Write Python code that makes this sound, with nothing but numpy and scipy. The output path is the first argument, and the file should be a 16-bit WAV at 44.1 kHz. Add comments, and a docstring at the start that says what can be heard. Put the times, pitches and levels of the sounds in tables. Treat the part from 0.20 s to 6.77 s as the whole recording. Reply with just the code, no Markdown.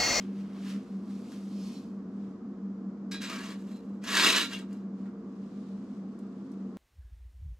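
"""A small steel shovel lets its ash slide off into a metal tub, knocks against the ash door of a wood stove
and is pushed across the gritty steel floor, which rings under it. Loaded, it is drawn out with a soft rustle.
Scrape, ash, cinders, cloth and fan air are shaped grains or noise; squeaks, ringing steel and the fan's hum
are wavering sines. The fan hums all the while in the hard-walled room."""
import sys
import numpy as np
from scipy import signal
from scipy.fft import rfft, irfft, next_fast_len
from scipy.io import wavfile

SR = 44100
rng = np.random.default_rng(int(sys.argv[2]) if len(sys.argv) > 2 else 0)


def store_pcm(level_fs):
    """Save levels as 16-bit WAV."""
    pcm = np.round(np.clip(level_fs, -1, 1) * 32767).astype(np.int16)
    wavfile.write(sys.argv[1], SR, np.atleast_2d(pcm).T)


N = 289781
TIME = np.arange(N) / SR

# strokes of the blade over the stove floor: start t/s, speeding up/s, steady/s, slowing down/s,
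# relative level/dB, treble control and low-ring control (both scaled to dB in scrape), chatter/0-1
FLOOR_STROKES = [(2.997, 0.021, 0.052, 0.032, -41, -24, -5, 1),
                 (3.06, 0.042, 0.2, 0.094, -40.5, -14, 3.5, 0.06),
                 (3.32, 0.063, 0.78, .1, -64.5, 10.5, 1, 0), (3.44, 0.063, 0.05, 0.092, -61, 6, -10, 0.1),
                 (3.802, 0.25, 0.093, 0.18, -21, -12.5, -5.5, 0.93),
                 (4.275, 0.042, 0.0085, 0.14, -42, -16, -10, 0.8),
                 (4.46, 0.058, 0.0094, 0.19, -63.5, -1, -4, 0)]
# colour of blade on grit: f/Hz, relative level/dB
GRIT_SPECTRUM = [(70, -39.5), (270, 0.5), (450, -5), (560, -12), (680, -9), (830, -14), (1000, -3.5),
                 (1700, -3), (3900, -5), (5600, -9), (7500, -11.5), (8700, -17), (13000, -25),
                 (15700, -36.5)]


def from_db(db):
    """Decibels to an amplitude factor."""
    return 10 ** (np.asarray(db) / 20)


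def rms_one(x):
    """Scale to rms 1."""
    return x / np.sqrt(np.mean(x ** 2) + 1e-20)


def unit_energy(x):
    """Scale so that the channels have energy 1 on average."""
    return x / np.sqrt(np.mean(np.sum(x ** 2, axis=-1)))


def at_hz(points, size):
    """A table over log frequency, read at the bins of a transform."""
    hz, value = np.transpose(points)
    bins = np.fft.rfftfreq(size, 1 / SR)
    return np.interp(np.log(bins + 1e-3), np.log(hz), value)


def cut(x, hz, kind, order=2):
    """Butterworth filter."""
    sos = signal.butter(order, np.minimum(hz, .45 * SR), kind, fs=SR, output="sos")
    return signal.sosfilt(sos, x)


def colour(x, spectrum):
    """Causal (minimum-phase) filter with the given spectrum."""
    size = next_fast_len(x.shape[-1] + 4096, True)
    cepstrum = irfft(np.log(from_db(at_hz(spectrum, size))), size)
    # folding the cepstrum onto positive time makes the phase minimal
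    cepstrum[1:size // 2] *= 2
    cepstrum[size // 2 + 1:] = 0
    response = np.exp(rfft(cepstrum))
    return irfft(rfft(x, size) * response, size)[..., :x.shape[-1]]


def stereo_noise(size):
    """Noise whose left-right likeness depends on frequency: strong in the bass, weak in the mid treble."""
    # f/Hz, left-right likeness/0-1
    likeness = [(30, 0.85), (200, 1), (600, 0.92), (1200, 0.72), (2500, 0.26), (5000, 0.21), (14000, 0.72)]
    padded = next_fast_len(size, True)
    mid, side = rfft(rng.standard_normal((2, padded)))
    alike = np.clip(at_hz(likeness, padded), 0, .999)
    both = np.sqrt(1 + alike) * mid + np.sqrt(1 - alike) * side * [[1], [-1]]
    return rms_one(irfft(both, padded)[:, :size])


def drift(rate):
    """Random curve of rms 1: straight lines between chance values, rate of them per second."""
    knots = rng.standard_normal(4000)
    return rms_one(np.interp(TIME * rate, np.arange(len(knots)), knots))


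def partial(hz, waver_hz, rate):
    """A sine of height 1 whose pitch wavers at random."""
    pitch = hz + waver_hz * drift(rate=rate)
    return np.sin(2 * np.pi * (np.cumsum(pitch) / SR + rng.random()))


def resonance(x, hz, width_hz):
    """Two-pole band-pass with a gain of about 1 on top."""
    r = np.exp(-np.pi * width_hz / SR)
    feedback = [1, -2 * r * np.cos(2 * np.pi * hz / SR), r * r]
    return signal.lfilter([(1 - r * r) / 2, 0, (r * r - 1) / 2], feedback, x + 1e-18)


def steel(x, modes, width_at_1khz, lift_db):
    """A steel part lifts the sound at each of its modes; high modes are wider."""
    lifted = x
    for hz, db in modes:
        width_hz = width_at_1khz * np.sqrt(hz / 1000)
        lifted = lifted + (from_db(db + lift_db) - 1) * resonance(x, hz, width_hz)
    return lifted


def grains(per_s, spread_db):
    """Random clicks of unequal size and either sign, rms 1."""
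    sizes = from_db(spread_db * np.minimum(rng.exponential(1, N), 5)) * rng.choice([-1, 1], N)
    return rms_one(sizes * (rng.random(N) < per_s / SR))


def room(x, wet_db, t60, above_hz):
    """Direct sound and a dense half-second tail, thin in the bass; the treble dies first."""
    t = TIME[:SR // 2]
    noise = cut(stereo_noise(len(t)), above_hz, "high", order=1)
    dull = cut(noise, 4600, "low", order=1)
    bright = noise - dull
    tail = dull * from_db(-60 * t / t60) + bright * from_db(-60 * t / (0.27 * t60))
    tail = tail * (t > .002)
    wet = signal.fftconvolve(np.atleast_2d(x), unit_energy(tail), axes=1)[:, :N]
    return (x + from_db(wet_db) * wet) / np.sqrt(1 + from_db(2 * wet_db))


def fan():
    """A wavering blade tone over rushing air that resonates in the housing."""
    # rushing air, then its hiss: f/Hz, relative level/dB
    air_spectrum = [(25, -49.5), (58, -26.5), (85, -28.5), (110, -20), (135, -23), (175, -13), (235, -4),
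                    (290, -10.5), (450, -23.5), (640, -27), (900, -33.5), (1130, -29.5), (1500, -37.5),
                    (2400, -48.5)]
    hiss_spectrum = [(1500, -2.5), (2600, -12.5), (4800, 3), (7000, -2), (9000, -16), (15000, -23)]
    # resonances of the housing: f/Hz, width/Hz, rms level/dB
    housing_modes = [(204.45, 8.2, -46.5), (224.2, 19, -50.5), (266.4, 10.2, -52), (292.5, 7.9, -64),
                     (348.2, 22, -57.5), (453.3, 11.8, -59.5)]
    hum_hz, hum_db, sag_db_per_s = 195.7, -39.5, 0.4   # the tone sinks slowly

    level = from_db(hum_db - sag_db_per_s * TIME)
    pitch = hum_hz + 1.8 * drift(rate=12)
    flutter = from_db(2 * drift(rate=14) + 1.6 * drift(rate=28))
    tone = level * rms_one(flutter * np.sin(2 * np.pi * np.cumsum(pitch) / SR))
    air = from_db(-45.5) * rms_one(cut(colour(stereo_noise(N), air_spectrum), 2637, "low"))
    flow = stereo_noise(N)
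    housing = 0
    for hz, width, db in housing_modes:
        mode = resonance(resonance(flow, hz, 1.34 * width), hz, 4 * width)
        housing = housing + from_db(db) * rms_one(mode)
    hiss = from_db(-79) * rms_one(colour(stereo_noise(N), hiss_spectrum))
    return tone + air + housing + hiss


def sleeve():
    """Cloth fibres rub faintly; each movement of the arm swells and fades like a bell curve."""
    # arm movements: middle t/s, length/s, relative level/dB
    movements = [(2.04, 0.17, -74), (4.827, 0.12, -73), (5.427, 0.49, -70.5), (5.74, 0.13, -74.5),
                 (6.243, 1, -75)]
    # rubbing cloth: f/Hz, relative level/dB
    cloth_spectrum = [(1290, -25.5), (2200, -4), (4500, -6), (7640, -12), (14000, -34)]
    power = sum(from_db(2 * db) * np.exp(-(2 * (TIME - s) / length) ** 2) for s, length, db in movements)
    rubbing = stereo_noise(N) * from_db(1.1 * drift(rate=160))
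    return from_db(0.5) * np.sqrt(power) * rms_one(colour(rubbing, cloth_spectrum))


def cinders():
    """A cinder gives a bright tick as it cracks or drops; a heavy one also thuds on the steel under it."""
    # t/s, relative level of the bright tick/dB, relative level of the dull thud/dB
    drops = [(.632, -65, -62), (1.119, -54, -50), (3.84, -43, -39), (4.3894, -45.5, -56), (4.414, -54, -45),
             (4.529, -53.5, -55), (4.8562, -70, -44), (5.9894, -56, -74), (6.317, -58, -71)]
    out, t = np.zeros(N), TIME[:SR // 8]
    for s, tick_db, thud_db in drops:
        crack = rng.standard_normal(len(t))
        tick = cut(crack, [4500, 9500], "band") * np.exp(-t / 0.003)
        thud = cut(cut(crack, [560, 1700], "band"), 1900, "low") * np.exp(-t / 0.015)
        start = round(s * SR)
        out[start:start + len(t)] += from_db(tick_db) * tick + from_db(thud_db) * thud
    return from_db(4.5) * room(out, wet_db=-2.5, t60=0.209, above_hz=890)


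def ash_flow():
    """Each slide builds up and runs out exponentially; overlapping slides add in power."""
    # slides of ash off the blade: peak t/s, relative level/dB, build-up/s, run-out/s
    ash_slides = [(0.017, -62.5, 0.096, 0.043), (0.2, -67.5, 0.091, 0.065), (0.495, -54, 0.027, 0.023),
                  (0.51, -55.5, 0.1, 0.049), (0.72, -71.5, 0.42, 0.21), (0.9, -65.5, 0.05, 0.36),
                  (1.14, -60, 0.089, 0.074), (1.475, -58.5, 0.21, 0.066), (1.54, -60, 0.049, 0.089)]
    power = 1e-18
    for s, db, build, run_out in ash_slides:
        away = np.maximum((s - TIME) / build, (TIME - s) / run_out)
        power = power + (from_db(db) * np.exp(-away)) ** 2
    return np.sqrt(power)


def blade_ring(drive):
    """Sliding ash feeds the modes of the freely held blade, which ring on after it has gone."""
    # f/Hz, relative level/dB
    modes = [(2516, -2), (3073, -6), (3520, -4), (4027, -1), (4310, -2), (4403, -1), (4920, -4),
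             (5150, -3.5), (5420, -1), (5706, -7), (5997, -6), (6340, -2), (7332, -9)]
    t60_at_4khz = .26   # seconds; lower modes last longer
    out = 0
    for hz, db in modes:
        keep = from_db(-120 * (hz / 4000) ** 2 / (t60_at_4khz * SR))   # energy kept per sample
        energy = signal.lfilter([1 - keep], [1, -keep], drive ** 2 + 1e-18)
        shimmer = from_db(3.5 * drift(rate=30)) * partial(hz, waver_hz=7, rate=60)
        out = out + from_db(db) * np.sqrt(energy / energy.max()) * rms_one(shimmer)
    return from_db(-67.5) * room(out, wet_db=-5, t60=0.17, above_hz=1600)


def pour():
    """Fine ash hisses along the ringing blade; lumps land softly in the tub."""
    # fine ash: f/Hz, relative level/dB
    ash_spectrum = [(1180, -26.5), (2000, -17.5), (2110, -4), (5280, -0.5), (7800, -7.5), (12700, -16.5),
                    (15600, -30)]
    level = ash_flow()
    # the lumps go first, the fine ash last: level against the fine ash, falling at 14 dB/s from 0.34 s
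    lumps_db = 5.5 - 14 * np.maximum(TIME - 0.34, 0)
    fine = rms_one(colour(grains(per_s=8200, spread_db=2.0), ash_spectrum))
    lumps = rms_one(cut(grains(per_s=900, spread_db=2.2), [880, 3200], "band"))
    # the emptier the blade, the more freely it rings, until it is lifted away
    empty = np.interp(TIME, [1.25, 1.54, 1.62], [.05, 1, 0])
    ash = room(level * (fine + from_db(lumps_db) * lumps), wet_db=-5.5, t60=0.25, above_hz=410)
    return ash + blade_ring(level * empty)


def knocks():
    """Each knock is a rough clank and adds energy to the shovel's modes, choked when the blade is pressed down."""
    # blade on steel: t/s, relative peak level/dB, pressure on the blade/0-1, brightness/dB per octave
    blows = [(1.119, -45, .6, 1), (2.9123, -36, 0, 2), (2.9163, -29.3, 0, 1), (2.9404, -29.5, 0, -3),
             (3.0165, -32.5, 0, 3), (3.0374, -31.5, 0, -1), (3.1076, -32, .8, -2), (3.16, -34, .9, -2),
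             (3.2637, -38, .9, -2), (3.313, -37, .9, 0), (3.9844, -23, .9, -1), (4.0684, -18.5, .5, 0),
             (4.3315, -23.5, 1, -1)]
    # modes of the struck shovel and door frame: f/Hz, relative level/dB, t60/s
    modes = [(1628, 1.5, .14), (1911, -12, .22), (2385, -12, .35), (2485, -10, .35), (3330, -9.5, .4),
             (3543, -11, .35), (3866, -4, .35), (4021, -1.5, .4), (4380, -12, .22), (4530, -10, .16),
             (4890, -9, .2), (4982, -4.5, .18), (5130, -8.5, .2), (5735, -7.5, .17), (7080, -16, .12),
             (7680, -13, .12)]
    # a knock rings less under full pressure, and dies faster while pressed or once the next stroke begins
    pressed_loss_db, choke_db_per_s = 10, 260

    t, (hz, db, t60) = TIME[:SR // 2], np.transpose(modes)[:, :, None]
    clanks, energy = np.zeros(N), np.zeros((len(hz), N))
    for s, peak_db, pressure, bright_db in blows:
        attack = np.minimum(t / 0.00085, 1)
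        blow = from_db(peak_db) * np.exp(-np.clip(pressure, 0, 1) * t / 0.012) * attack
        next_stroke = min(start for start, *_ in FLOOR_STROKES if start > s)
        choked_s = np.maximum(s + t - next_stroke, pressure * t)
        choke_db = pressed_loss_db * pressure + choke_db_per_s * choked_s
        span = slice(round(s * SR), round(s * SR) + len(t))
        mode_db = db + bright_db * np.log2(hz / 4000) - 60 * t / t60 - choke_db
        energy[:, span] += (blow * from_db(mode_db)) ** 2
        tilted = [(f, level + bright_db * np.log2(f)) for f, level in GRIT_SPECTRUM]
        clank = rms_one(colour(rng.standard_normal(len(t)), tilted))
        clanks[span] += blow * clank * np.exp(-t / 0.021)
    ring = sum(np.sqrt(e) * partial(f, waver_hz=8, rate=150) for f, e in zip(hz, energy))
    ring = room(ring, wet_db=-10, t60=0.21, above_hz=5000)
    return from_db(-14.0) * ring + from_db(-10.5) * room(clanks, wet_db=-3.0, t60=0.21, above_hz=5000)


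def squeaks():
    """Where the edge catches, the steel sings roughly for a moment, at a pitch set by the point of contact."""
    # middle t/s, relative level/dB, f/Hz, length/s
    edge_squeaks = [(1.4, -65, 5200, .06), (3.056, -56, 7700, .045), (3.115, -44, 1238, .03),
                    (3.118, -47, 2380, .04), (3.21, -49, 1700, .03), (3.55, -65, 4080, .06),
                    (3.908, -40, 1680, .05), (3.975, -31, 1620, .04), (3.994, -31, 3250, .025),
                    (4.175, -28, 2945, .03), (4.345, -42, 2770, .035), (4.34, -43, 3300, .03)]
    out = 0
    for s, db, hz, length in edge_squeaks:
        swell = from_db(db) * np.exp(-2 * ((TIME - s) / length) ** 2)
        waver_hz = .028 * np.sqrt(hz * 4000)   # low squeaks jitter by a larger share of their pitch
        out = out + swell * rms_one(partial(hz, waver_hz=waver_hz, rate=700))
    return from_db(-1) * room(out, wet_db=-5, t60=0.202, above_hz=4800)


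def catches(count=30):
    """Coarse grains snag under the edge; each rings briefly at a pitch set by its point of contact. Rms 1."""
    snags, dealt = grains(per_s=300, spread_db=0.5), rng.integers(0, count, N)
    pitches = np.geomspace(1500, 8000, count)
    return rms_one(sum(resonance(snags * (dealt == k), hz, width_hz=50) for k, hz in enumerate(pitches)))


def stroke_controls():
    """Loudness follows the blade's speed; along each stroke force sags, grit brightens and chatter sets in."""
    speed_power = 2.15   # loudness rises with this power of the blade's speed
    sag_db_per_s = 36   # a stroke loses force as ash heaps up before the blade
    brighten_per_s = 15   # treble control: the grit is ground finer along a stroke
    unload_per_s = 3   # low-ring control: the low ring of the plate fades along a stroke

    power, tone = 1e-18, 0
    for start, rise, steady, fall, db, treble, low, chatter in FLOOR_STROKES:
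        length = rise + steady + fall
        age = np.clip(TIME - start, 0, length)
        speed = np.sin(np.pi / 2 * np.clip(np.minimum(age / rise, (length - age) / fall), 0, 1))
        force = from_db(db - sag_db_per_s * np.maximum(age - rise, 0))
        own = (speed ** speed_power * force) ** 2
        power = power + own
        # where strokes overlap, the louder one sets the tone
        eased = np.clip(chatter, 0, 1) * age / length
        starting = np.maximum(1 - age / rise, 0)
        tone = tone + own * np.array([treble + brighten_per_s * age, low - unload_per_s * age,
                                      eased, starting])
    return np.sqrt(power), *(tone / power)


def scrape():
    """The blade crushes grit in uneven slips; the grains set the stove floor ringing."""
    # modes of the stove floor: f/Hz, lift/dB (before the extra lift that all share)
    floor_modes = [(662, 7), (928, 6), (1033, 4.0), (1135, 6.4), (1251, 5.4), (1380, 3.9), (1598, 5.2),
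                   (1703, 4.8), (1846, 3.2), (1919, 3.1), (2231, 3.0), (2395, 3.7), (2635, 2.8),
                   (2772, 5.4), (2855, 3.5), (3259, 3.0), (3986, 5.4), (4543, 2), (4990, 3), (6325, 4.0),
                   (7345, 4.4)]
    # chatter of the lightly held blade: f/Hz, width/Hz, relative level/dB
    chatter_modes = [(2660, 240, -2), (3750, 480, 7)]

    level, treble, low, eased, starting = stroke_controls()
    slips = from_db(1.4 * drift(rate=130))
    # grains break all across the width of the blade
    centre, edges = grains(per_s=8000, spread_db=3.0), grains(per_s=9000, spread_db=2.5)
    crush = rms_one((centre + from_db(-14.5) * edges * [[1], [-1]]) * slips)
    fine = rms_one(colour(crush, GRIT_SPECTRUM))
    coarse = rms_one(colour(catches(), GRIT_SPECTRUM))
    grit = rms_one(fine + from_db(-6) * coarse)
    # pressing hard drives the low ring of the plate; eased off, the blade chatters instead
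    push = grit + cut(grit, 990, "low", order=1) * (from_db(0.68 * (low + 7.0)) - 1)
    push = push + eased * sum(from_db(db) * resonance(grit, hz, width) for hz, width, db in chatter_modes)
    push = cut(push, 6600, "low") - cut(grit, 8940, "high") * from_db(0.3 * (treble + 17.5))
    # the treble is weaker while the blade is still gathering speed
    push = push + cut(push, 3050, "high", order=1) * (from_db(-2.5 * starting) - 1)
    plate = steel(push * level, floor_modes, width_at_1khz=14, lift_db=3.6)
    # the heavy stove body takes up the lows late and booms on
    boom = room(cut(plate, [215, 540], "band"), wet_db=16, t60=.7, above_hz=10)
    return from_db(-4.5) * room(plate, wet_db=-10.0, t60=0.27, above_hz=4150) + from_db(-13) * boom


def scene():
    """The stove sounds lean slightly left in the mids and right in the top treble; the rest joins them."""
    # f/Hz, left minus right/dB
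    stove_side = [(1000, 0.5), (2500, 1), (5000, -0.5), (9000, -1), (13000, -5)]
    left, right = scrape() + squeaks() + knocks() + cinders()
    stove = np.array([colour(left, [(hz, db / 2) for hz, db in stove_side]),
                      colour(right, [(hz, -db / 2) for hz, db in stove_side])])
    return stove + pour() + sleeve() + fan()


def record(dry):
    """The left microphone port lags in phase, most near 6 kHz; the top is cut steeply."""
    # f/Hz, phase lag of the left port/rad
    port_lag = [(500, 0.036), (3300, .5), (6000, 0.91), (6600, 0.032)]
    size = next_fast_len(N, True)
    left = irfft(rfft(dry[0], size) * np.exp(-1j * at_hz(port_lag, size)), size)[:N]
    steep = signal.ellip(12, .1, 90, 15550, fs=SR, output="sos")   # low-pass, cutoff in Hz
    return signal.sosfilt(steep, [left, dry[1]])


dry = scene()
out = record(dry)
store_pcm(out)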